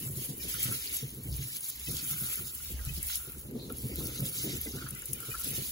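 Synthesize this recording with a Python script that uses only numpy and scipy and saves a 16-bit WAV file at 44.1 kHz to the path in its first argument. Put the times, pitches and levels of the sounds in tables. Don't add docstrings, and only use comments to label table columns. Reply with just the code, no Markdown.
import sys
import numpy as np
from scipy import signal
from scipy.fft import rfft, irfft, dct, next_fast_len
from scipy.io import wavfile
from scipy.ndimage import uniform_filter1d, map_coordinates

SR = 44100
rng = np.random.default_rng(int(sys.argv[2]) if len(sys.argv) > 2 else 0)


def inscribe(sig):
    pcm = np.round(np.clip(np.atleast_2d(sig).T, -1, 1) * 32767)
    wavfile.write(sys.argv[1], SR, pcm.astype(np.int16))


def field_ratio(decibels):
    return 10 ** (np.asarray(decibels, dtype=float) / 20)


N = 251987

# start_s, flow_db, share landing in broth_db
STREAM = [(0.0, -39.5, -12), (0.33, -45, -8.5), (0.49, -43.5, -11), (1.0, -42.5, -1.5),
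          (1.16, -48.5, -10.5), (1.7, -42.5, -5), (1.73, -49, -1.5), (2.13, -36, -8), (2.81, -49.5, -8.5),
          (3.08, -42.5, -5.5), (3.4, -48, -12.5), (3.53, -59.5, -3.5), (3.94, -43.5, -4.5),
          (4.42, -40.5, -3), (4.86, -51, -0.5), (4.9, -47.5, -6), (5.44, -44.5, -5), (5.71, -39.5, -9.5)]
# start_s, rise_db, length_s
SURGES = [(0.389, 5, 0.29), (0.474, 3, 0.066), (0.583, 3.5, 0.12), (0.727, 3, 0.041), (0.071, -4, 0.084),
          (0.16, 1.5, 0.044), (0.848, 1.5, 0.026), (0.927, 1, 0.04), (2.902, 1, 0.019), (4.56, 1.5, 0.066),
          (4.177, 0, 0.04), (1.327, 2.5, 0.076), (1.407, 3.5, 0.084), (1.557, 4, 0.016),
          (1.636, -0.5, 0.054), (1.96, 1, 0.05), (2.288, 3.5, 0.11), (2.672, 2.5, 0.26), (3.08, 4, 0.097),
          (3.694, 3.5, 0.013), (4.385, 2, 0.11), (5.123, 2, 0.023), (5.473, 3.5, 0.15)]
# start_s, rise_db, length_s
HEAP_PATTER = [
    (.6, 3.5, 0.11),
    (.645, -2, .03),
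    (0.934, 6.5, 0.036),
    (1.684, 3, 0.038),
    (2.327, 1.5, .05),
    (3.023, 5.5, 0.053),
    (4.207, 3, 0.21),
    (5.053, 5, 0.023),
    (5.393, 2.5, 0.027),
    (5.441, 4, 0.064),
]
# start_s, rattle_db, length_s
JUG_SHAKES = [(0.539, -48, 0.027), (0.631, -52, 0.12), (1.89, -60, 0.23), (2.153, -59, 0.34),
              (2.797, -60.5, 0.13), (3.088, -56, 0.042), (3.144, -59, 0.17), (3.694, -51.5, 0.026),
              (3.894, -62.5, 0.75), (4.725, -54.5, 0.098), (4.777, -53, 0.054), (4.854, -45.5, 0.038),
              (4.924, -60, 0.083), (5.16, -56.5, 0.27), (5.23, -62.5, 0.18), (5.339, -47, 0.016),
              (5.382, -56, 0.078)]
# frequency_hz, density_db per Hz
DRY_COLOUR = [(3000, -19.5), (6000, -15.5), (8000, -3.5), (10500, -0.5), (13000, 2), (15700, 2)]
# frequency_hz, density_db per Hz
SPLASH_COLOUR = [(2200, -20), (3400, -1), (5000, -1), (6500, 1.5), (9000, -4), (14000, -10.5)]
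# frequency_hz, density_db per Hz
PLOP_COLOUR = [(700, -44), (1500, -9), (2200, 1), (3100, 7), (4200, -17.5)]
# pitch_hz, width_hz, level_db
PAN_MODES = [(2150, 60, 1), (2840, 40, 2), (3310, 40, 1), (3820, 60, 2), (4620, 50, 3), (5460, 60, 1),
             (6380, 60, 3)]
# pitch_hz, width_hz
JUG_HOLLOW = (1390, 230)
# start_s, flame_db, wind_db, flutter over flame_db
FIRE = [(0.0, -38.5, -60, -8), (0.38, -58, -59, 1), (1.02, -57, -61.5, 0.5), (1.27, -46, -49.5, -4.5),
        (1.35, -46, -44.5, -9.5), (1.65, -60.5, -77, -7), (1.92, -59, -52.5, -0.5), (2.1, -56, -63, -4.5),
        (2.53, -59, -58, -4.5), (2.88, -57.5, -42, -10), (3.28, -58, -58.5, -2.5), (3.58, -48.5, -57, -1.5),
        (4.09, -54, -50, 4), (4.5, -48, -66.5, -5.5), (4.55, -60, -57, -6), (5.26, -57.5, -58.5, -5),
        (5.52, -52, -56, 0.5), (5.71, -67, -60, -6)]
# start_s, peak_db, flutter_db, length_s
PUFFS = [(0.04, -52, -12, 0.044), (0.096, -49, -6, 0.018), (0.171, -40.5, -9, 0.036),
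         (0.288, -33, -6.5, 0.042), (0.303, -41, -1.5, 0.026), (0.436, -33, -6, 0.045),
         (0.541, -38.5, -13, 0.059), (0.654, -28.5, -13, 0.046), (0.682, -27.5, -7.5, 0.051),
         (0.924, -54, -5, 0.082), (1.026, -27, -10.5, 0.015), (1.125, -38, -6, 0.026),
         (1.176, -40, -3, 0.047), (1.285, -29, -24, 0.064), (1.383, -27.5, -22, 0.045),
         (1.873, -31, -7.5, 0.075), (2.024, -39, -0.5, 0.04), (2.103, -30.5, -16, 0.054),
         (2.21, -31, -9, 0.046), (2.373, -36.5, -5.5, 0.07), (2.694, -35.5, -6, 0.065),
         (2.867, -28, -20, 0.053), (2.972, -36.5, -5, 0.023), (3.269, -41.5, -3.5, 0.029),
         (3.371, -47, -4, 0.027), (3.445, -37, -7.5, 0.026), (3.485, -36, -5, 0.051),
         (3.548, -46.5, 15.5, 0.074), (3.642, -43, -6, 0.067), (3.702, -38, 4, 0.027),
         (3.755, -58, -7, 0.076), (3.835, -27, -7.5, 0.041), (3.916, -38, -0.5, 0.012),
         (3.98, -31.5, -1.5, 0.098), (4.05, -35, -16, 0.03), (4.083, -47, 5, 0.023),
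         (4.188, -24.5, -11, 0.064), (4.434, -30, -2, 0.085), (4.525, -28, -7.5, 0.045),
         (4.394, -45, -10, 0.017), (4.659, -49.5, 17.5, 0.048), (4.735, -33.5, 1, 0.082),
         (4.843, -39, -10, 0.013), (4.911, -37, -10.5, 0.056), (5.089, -37.5, -3.5, 0.1),
         (5.283, -33, -2.5, 0.026), (5.466, -36, -8.5, 0.13), (5.578, -29.5, -4.5, 0.042)]
# pitch_hz, width_hz
HEARTH_GAP = (130.3, 53)
# frequency_hz, density_db per Hz
ROAR_COLOUR = [(20, -15), (40, -6), (63, 8), (85, 2), (110, -23.5), (160, -33.5)]
# frequency_hz, density_db per Hz
FLUTTER_COLOUR = [(100, -63), (200, -0.5), (310, -3), (450, -3), (560, -8), (700, -9.5), (1100, -9),
                  (2500, -28)]
# start_s, level_db
BOIL_LEVEL = [
    (0, -65.5),
    (.5, -60),
    (1.4, -73),
    (3.35, -74),
    (3.5, -59),
    (4.25, -53.5),
    (4.35, -68),
    (4.5, -61),
    (4.9, -66.5),
    (5.71, -63),
]
# frequency_hz, density_db per Hz
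BOIL_COLOUR = [(150, -26), (280, -4.5), (400, -0.5), (550, -1.5), (680, -16), (1000, -18), (1600, -38)]
# frequency_hz, density_db per Hz
AIR_COLOUR = [(30, -25), (100, 7.5), (400, -19.5), (900, 3), (3000, -5.5), (15000, -40)]
# start_s, peak_db, pitch_hz
PLINKS = [(0.157, -43, 4040), (0.174, -34, 6940), (0.4, -48, 6050), (0.8754, -28.5, 4640),
          (1.3278, -34, 4880), (1.4286, -32, 6430), (1.5673, -41, 6200), (1.6462, -34, 7600),
          (1.702, -33, 6850), (1.8645, -47, 6900), (1.915, -43.5, 4530), (1.9689, -26, 7600),
          (2.043, -27, 7200), (3.029, -44, 7300), (3.249, -45, 6930), (3.5357, -55, 4540),
          (3.5984, -39, 3940), (3.7005, -41, 3690), (3.8227, -45, 6910), (4.0684, -32.5, 5580),
          (4.178, -32, 3950), (4.5705, -29, 7240), (4.7197, -33.5, 5380), (4.809, -45.5, 4970),
          (4.8706, -41, 4500), (5.021, -32, 7300), (5.0569, -45, 6350), (5.0926, -38, 6740),
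          (5.1327, -32, 6240)]
# start_s, peak_db, pitch_hz, smear of noise_db
GRAIN_TICKS = [(0.175, -39, 11800, -23), (0.485, -29, 10700, -22), (0.5407, -23, 10800, -28),
               (0.5413, -20, 10900, -20), (0.606, -32, 10650, -22), (0.6297, -17.5, 9700, -11.5),
               (0.7246, -23.5, 10800, -10), (0.843, -31, 10800, -14), (0.894, -27, 11000, -16),
               (0.9282, -23, 10400, -24), (0.9338, -37, 11200, -15), (0.9675, -25.5, 10300, -9.5),
               (1.2353, -29, 12600, -18), (1.3647, -34, 11300, -11), (1.4401, -30, 10000, -22),
               (1.4636, -39, 10200, -23), (1.476, -30, 11600, -18), (1.5324, -28, 10800, -18),
               (1.5678, -24, 10800, -19), (1.6067, -50, 10100, -23), (1.608, -25, 10200, -17),
               (1.6437, -29, 10900, -13), (1.6871, -26.5, 11000, -14.5), (1.7968, -27, 10200, -23),
               (1.8964, -34, 10600, -20), (1.9131, -35, 9830, -17), (1.962, -30.5, 10600, -19),
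               (2.0467, -28, 10700, -24), (2.049, -27, 10800, -17), (2.243, -29, 15000, -9),
               (2.31, -30, 11300, -18), (2.335, -25, 10500, -12), (2.3565, -27.5, 10800, -7),
               (2.5504, -27, 10900, -20), (2.581, -29.5, 15500, -16.5), (2.6489, -26, 15600, -23),
               (2.851, -25, 11430, -29), (2.939, -31, 15500, -17), (2.9807, -30, 10900, -13),
               (3.029, -26, 11200, -8.5), (3.0779, -36, 10800, -24), (3.0824, -31, 11400, -11),
               (3.1564, -23.5, 10800, -9), (3.249, -32, 10400, -20),
               (3.3207, -27, 12200, -19), (3.511, -34, 12100, -19.5), (3.6685, -43, 11500, -24),
              (3.6972, -34, 10960, -30), (3.7239, -30, 12900, -25), (3.7239, -26.5, 15000, -18),
              (3.7703, -33.5, 12000, -14), (3.7843, -28, 10900, -14.5), (3.8505, -37, 10800, -29),
              (3.8675, -37, 10800, -24), (3.885, -36, 11900, -10), (3.9582, -21.5, 11660, -20),
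              (4.0421, -28, 11900, -22), (4.0452, -35, 11800, -28), (4.071, -19, 15200, -25),
              (4.136, -43, 9800, -22), (4.185, -31, 15600, -26), (4.2053, -21, 12100, -20),
              (4.3857, -25.5, 15300, -11.5), (4.614, -20, 12240, -16), (4.7615, -36, 10200, -10),
              (4.8882, -44, 14500, -25), (4.8879, -26, 9600, -18), (4.9074, -31, 11600, -7.5),
              (4.9501, -31.5, 10700, -11), (4.9985, -39, 14400, -20), (4.9985, -32, 11000, -29),
              (5.0212, -28, 10800, -18), (5.0583, -28, 14300, -14), (5.0576, -27.5, 10650, -14.5),
              (5.1013, -31, 10500, -23), (5.1327, -21.5, 10570, -8.5), (5.204, -28, 12140, -14),
              (5.264, -37, 15800, -20), (5.3043, -35.5, 10200, -8), (5.3525, -26, 10100, -24),
              (5.3822, -35, 10300, -9), (5.3961, -28.5, 10200, -11), (5.404, -24, 12300, -25),
              (5.4373, -33, 10840, -10), (5.4448, -24.5, 11120, -13), (5.4754, -26, 10100, -14),
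              (5.5063, -26, 14600, -12), (5.5138, -24, 10150, -16)]
# start_s, peak_db, pitch_hz, t60_s
KNOCKS = [(0.4, -35.5, 2417, 0.087), (0.718, -32.5, 1364, 0.063), (1.8713, -26.5, 2600, 0.047),
          (2.13, -36, 1310, 0.057), (2.792, -36, 1600, 0.055), (2.891, -26.5, 2550, 0.032),
          (3.097, -34, 1435, 0.052), (3.698, -38, 1164, 0.045), (4.0047, -41, 1060, 0.081),
          (4.6658, -30.5, 2026, 0.042), (4.96, -37, 1990, 0.099), (5.022, -37, 1430, 0.035),
          (4.7827, -36, 1518, 0.05), (4.8655, -33.5, 1395, 0.064), (5.148, -36, 2420, 0.067),
          (5.3148, -30, 2450, 0.082), (5.35, -29.5, 1410, 0.056), (5.427, -47, 1370, 0.13)]
# start_s, length_s, level_db, pitch_hz, width_hz
SPLAT = (3.59, .05, -51, 4000, 700)
# start_s, level_db
SCATTER = [(0, 2.5), (.9, 0), (1.05, -3), (1.75, -1.5), (1.9, 0), (2.35, 0), (2.45, -1.5), (2.65, 4.5),
           (3.2, 0), (3.75, 0), (4, -2.5), (4.7, -2.5), (4.85, 2.5), (5.71, 2)]
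# frequency_hz, lead_cycles
LEFT_LEAD = [(0, 0), (700, -.12), (1400, .19), (3000, .5), (4500, 1), (6400, 1), (8520, 1.5), (11000, 2),
             (13400, 2.5), (15900, 3)]
# frequency_hz, likeness (0-1)
LIKENESS = [(40, 0.89), (130, 0.97), (300, 0.95), (700, 0.5), (1400, 0.65), (2200, 0.55), (3100, .62),
            (5500, .25), (7500, 0.89), (15000, .88)]
BAND_EDGES = np.r_[0:40:4, 40:96:8, 96:144:12, 144:176:16, 176:216:20, 216:264:24, 264:320:28, 320:1024:32]
# frequency_hz, step_db
ROUNDING_STEP = [(100, -22), (500, -9), (1300, -1.5), (2000, 4), (4500, 6.5), (6500, 5), (8500, 2),
                 (11000, -.5), (15000, .5)]
# frequency_hz, depth_db
VANISH_DEPTH = [(800, 7), (4000, 7), (5600, 10), (7000, 5), (16000, 5)]
SHARP_TICKS = [.968, 1.568, 1.6, 1.96, 2.851, 3.156, 3.668, 3.697, 3.735, 4.075, 4.907, 4.995, 5.058, 5.133,
               5.397, 5.425]


def unit(x):
    return x / np.sqrt(np.mean(x ** 2) + 1e-20)


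def along(points, hz):
    f, v = np.transpose(points)
    return np.interp(np.log(hz + 1), np.log(f + 1), v)


def curves(rows):
    s, *columns = np.transpose(rows)
    return [np.interp(np.arange(N) / SR, s, column) for column in columns]


def wobble(rate):
    return map_coordinates(rng.standard_normal(2000), [np.arange(N) * min(rate, 300) / SR])


def swell(s, length):
    u = np.clip(np.arange(N) / SR - s, 0, None) / max(length / 3, .006)
    return u * np.exp(1 - u)


def swells_db(rows):
    return sum(db * swell(s, length) for s, db, length in rows)


def noise():
    return rng.standard_normal((2, N))


def filtered(x, response):
    m = next_fast_len(N + 8192)
    return irfft(rfft(x, m) * response(np.fft.rfftfreq(m, 1 / SR)), m)[..., :N]


def coloured(x, spectrum):
    return unit(filtered(x, lambda hz: field_ratio(along(spectrum, hz))))


def resonance(f, hz, width):
    return 1j * f * width / (hz * hz - f * f + 1j * f * width)


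def patchy(depth_db):
    z = signal.stft(noise(), nperseg=512)[2]
    field = uniform_filter1d(rng.standard_normal(z.shape[1:]), size=4, axis=0)
    field = uniform_filter1d(field, size=10, axis=1)
    return unit(signal.istft(z * field_ratio(depth_db * unit(field)), nperseg=512)[1][:, :N])


def grains(count, hz, spread, cycles, size_db, size=64):
    u = rng.random((2, count, 2))
    pitch = np.clip(hz * np.exp(spread * rng.standard_normal((2, count, 1))), 150, 16000)
    turns = pitch * np.arange(size) / SR
    strength = field_ratio(np.minimum(-size_db * np.log(1 - u[..., 1:]), 14))
    waves = strength * np.sin(2 * np.pi * turns) * np.exp(-turns / cycles)
    at = (u[..., :1] * N).astype(int) + np.arange(size)
    return unit(np.array([np.bincount(at[c].ravel(), waves[c].ravel(), N + size)[:N] for c in (0, 1)]))


def ports(pair, lead):
    def blend(hz):
        turn = np.arccos(np.clip(along(LIKENESS, hz), 0, 1)) / 2
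        return np.array([np.cos(turn), np.sin(turn)])

    def early_left(hz):
        half = lead * np.pi * np.interp(hz, *np.transpose(LEFT_LEAD))
        return np.exp(1j * np.outer([1, -1], half))

    mid, side = filtered(pair, blend)
    return filtered(np.array([mid + side, mid - side]), early_left)


def stream():
    flow_db, share_db = curves(STREAM)
    surge_db = swells_db(SURGES)
    heap_db = swells_db(HEAP_PATTER)
    clumps = wobble(25)

    ticks = grains(count=14000, hz=10800, spread=0.3, cycles=1.38, size_db=2.5, size=40)
    dry_rice = coloured(ticks + 1.1 * noise(), DRY_COLOUR)
    dry_db = flow_db + surge_db + heap_db + 4.0 + 2.0 * clumps + 1.5 * wobble(70)

    splash = splashes(hz=5044, spectrum=SPLASH_COLOUR, cycles=13, size=200)
    splash_db = flow_db + share_db + 2.01 * surge_db - 1.5 + 2.3 * clumps + 1.9 * wobble(30)
    plop = splashes(hz=2471, spectrum=PLOP_COLOUR, cycles=9, size=240)
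    plop_db = flow_db + 0.8 * share_db + 2.3 * surge_db - 7 + 2.1 * wobble(22)

    rattle = grains(count=2500, hz=1310, spread=0.46, cycles=0.36, size_db=2.5, size=200)
    hollow = unit(filtered(rattle, lambda f: resonance(f, *JUG_HOLLOW) ** 2))
    shaking = field_ratio(flow_db - 33.5)
    for s, db, length in JUG_SHAKES:
        shaking = shaking + field_ratio(db) * swell(s, length)
    jug = shaking * field_ratio(3 * wobble(40)) * hollow
    return field_ratio(dry_db) * dry_rice + field_ratio(splash_db) * splash + field_ratio(plop_db) * plop + jug


def splashes(hz, spectrum, cycles, size):
    bubbles = grains(count=9000, hz=hz, spread=.4, cycles=cycles, size_db=3.0, size=size)

    def steel(f):
        return 1 + sum(field_ratio(db) * resonance(f, centre, width) for centre, width, db in PAN_MODES) / 2

    return coloured(filtered(bubbles + 1.4 * patchy(depth_db=3.5), steel), spectrum)


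def fire():
    flame_db, wind_db, flutter_db = curves(FIRE)
    low = field_ratio(flame_db - 2.0 + 2.2 * wobble(27) + 2.0 * wobble(45))
    high = low * field_ratio(flutter_db + 1.8 * wobble(36))
    for s, db, rel_db, length in PUFFS:
        puff = field_ratio(db) * np.sqrt(swell(s, 0.64 * length))
        low = low + field_ratio(-10.0) * puff
        high = high + field_ratio(rel_db - 9.0) * puff

    boom = unit(filtered(noise(), lambda f: resonance(f, *HEARTH_GAP) ** 2))
    roar = field_ratio(wind_db + 5.5 + 2.7 * wobble(15)) * coloured(noise(), ROAR_COLOUR)
    licks = grains(count=1500, hz=332.3, spread=.4, cycles=3, size_db=1.5, size=600)
    flutter = coloured(patchy(depth_db=2.0) + .5 * licks, FLUTTER_COLOUR)
    flames = roar + low * boom + high * flutter

    def placed(f):
        return field_ratio(np.outer([1, -1], 1.9 * (f > 450))) / (1 + (f / 800) ** 4)

    return filtered(ports(flames, lead=0), placed)


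def boil():
    bubbles = grains(count=2500, hz=418.3, spread=.3, cycles=3.2, size_db=3.0, size=600)
    level = field_ratio(curves(BOIL_LEVEL)[0] + 1.6 * wobble(20))
    return ports(level * coloured(bubbles + noise(), BOIL_COLOUR), lead=0)


def outdoor_air():
    return field_ratio(-66.5) * coloured(noise(), AIR_COLOUR)


def place(out, s, sound):
    out[:, round(s * SR):][:, :len(sound)] += sound


def plinks():
    out, t = np.zeros((2, N + 4000)), np.arange(4000) / SR
    for s, db, hz in PLINKS:
        envelope = field_ratio(db + 7 - 60 * t / 0.0046) * (1 - np.exp(-t / 0.00018))
        place(out, s, envelope * np.sin(2 * np.pi * hz * t * (1 + 12 * t)))
    return out[:, :N]


def single_ticks():
    out, t = np.zeros((2, N + 4000)), np.arange(4000) / SR
    half_s, lead_in_s = .00032, .003
    for s, db, hz, smear_db in GRAIN_TICKS:
        snap = np.sin(2 * np.pi * hz * t) * np.exp(-((t - lead_in_s) / half_s) ** 2)
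        smear = signal.lfilter([1, 0, -1], [1, 0, .6], rng.standard_normal(len(t)))
        smear = smear * field_ratio(smear_db - 60 * t / 0.03) * np.minimum(t / lead_in_s, 1) ** 2
        place(out, s - lead_in_s + half_s, field_ratio(db + 4) * (.6 * snap + field_ratio(1.5) * smear))
    too_small_for_lows = signal.butter(4, 6500, 'high', fs=SR, output='sos')
    return signal.sosfilt(too_small_for_lows, out)[:, :N]


def knocks():
    out, t = np.zeros((2, N + 4000)), np.arange(4000) / SR
    for s, db, hz, t60 in KNOCKS:
        ring = np.sin(2 * np.pi * hz * t)
        ring += 0.34 * np.sin(2 * np.pi * 0.77 * hz * t + 1)
        ring += 0.67 * np.sin(2 * np.pi * 1.2 * hz * t + 2)
        envelope = field_ratio(db - 7.5 - 60 * t / max(t60, .005)) * (1 - np.exp(-t / 0.0011))
        place(out, s, envelope * ring)
    return out[:, :N]


def splat():
    s, length, db, hz, width = SPLAT
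    u = np.clip(np.arange(N) / SR - s, 0, None) / (length / 2)
    rush = unit(filtered(noise(), lambda f: resonance(f, hz, width) ** 2))
    return field_ratio(db) * u * np.exp(1 - u) * rush


def sway(pair):
    slope = filtered(pair, lambda hz: 2j * np.pi * hz)
    return pair + np.outer([.5, -.5], 3e-6 * wobble(26)) * slope


def scene():
    near, scattered = stream() + plinks() + single_ticks() + knocks() + splat()
    rice = np.array([near, scattered * field_ratio(curves(SCATTER)[0])])
    return sway(ports(rice, lead=1)) + fire() + boil() + outdoor_air()


def coarsen_stereo(x):
    hop = 1024
    front, count = 2 * hop - 835, N // hop + 3
    pair = np.pad([x[0] + x[1], x[0] - x[1]], ((0, 0), (front, 3 * hop)))
    pair = pair[:, :(count + 1) * hop].reshape(2, -1, hop)

    soft = uniform_filter1d(rng.standard_normal(count + 1), size=5)[:, None] > .25
    sine_rise = np.sin(np.pi * (np.arange(hop) + .5) / hop / 2)
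    steep_rise = signal.windows.kaiser_bessel_derived(2 * hop, 4 * np.pi)[:hop]
    rise = np.where(soft, sine_rise, steep_rise)
    up, down = rise[:-1], rise[1:, ::-1]

    a, b = np.split(pair[:, :-1] * up, 2, axis=2)
    c, d = np.split(pair[:, 1:] * down, 2, axis=2)
    folded = np.concatenate([-c[..., ::-1] - d, a - b[..., ::-1]], axis=2)
    z = dct(folded, type=4, norm='ortho')

    band = np.searchsorted(BAND_EDGES, np.arange(hop), 'right') - 1
    hz = np.asarray(BAND_EDGES) * SR / hop / 2
    power = np.add.reduceat(z ** 2, BAND_EDGES, axis=2) / np.diff(np.r_[BAND_EDGES, hop])
    weak = (power < field_ratio(-2 * along(VANISH_DEPTH, hz)) * power[::-1]) & (hz > 800)
    level = np.sqrt(abs(uniform_filter1d(power.mean(axis=0), size=3, axis=1))) + 1e-9
    uneven_db = 3.5 * rng.standard_normal(power.shape)
    step = (level * field_ratio(along(ROUNDING_STEP, hz) + uneven_db))[..., band]
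    rounded = np.sign(z) * step * np.floor(abs(z / step) ** .75 + .4054) ** (4 / 3)
    rounded = rounded * ~weak[..., band]

    fine = np.isin(np.arange(count), np.round((np.array(SHARP_TICKS) * SR + front) / hop) - 1)
    kept = np.where(fine[:, None], z, rounded)
    u, v = np.split(dct(kept, type=4, norm='ortho'), 2, axis=2)
    first = np.concatenate([v, -v[..., ::-1]], axis=2) * up
    second = np.concatenate([-u[..., ::-1], -u], axis=2) * down
    first[:, 1:] += second[:, :-1]
    mid, side = first.reshape(2, -1)[:, front:front + N] / 2
    return np.array([mid + side, mid - side])


def band_limit(x):
    return signal.sosfilt(signal.butter(12, 17090, fs=SR, output="sos"), x)


def record(dry):
    def shade(hz):
        middle_treble_db = np.exp(-np.log((hz + 1) / 5200) ** 2 / 0.11)
        return (hz < 15780) * field_ratio(np.outer([-1, 1], middle_treble_db))

    mix = coarsen_stereo(filtered(dry, shade))
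    return band_limit(mix)


dry = scene()
out = record(dry)
inscribe(out)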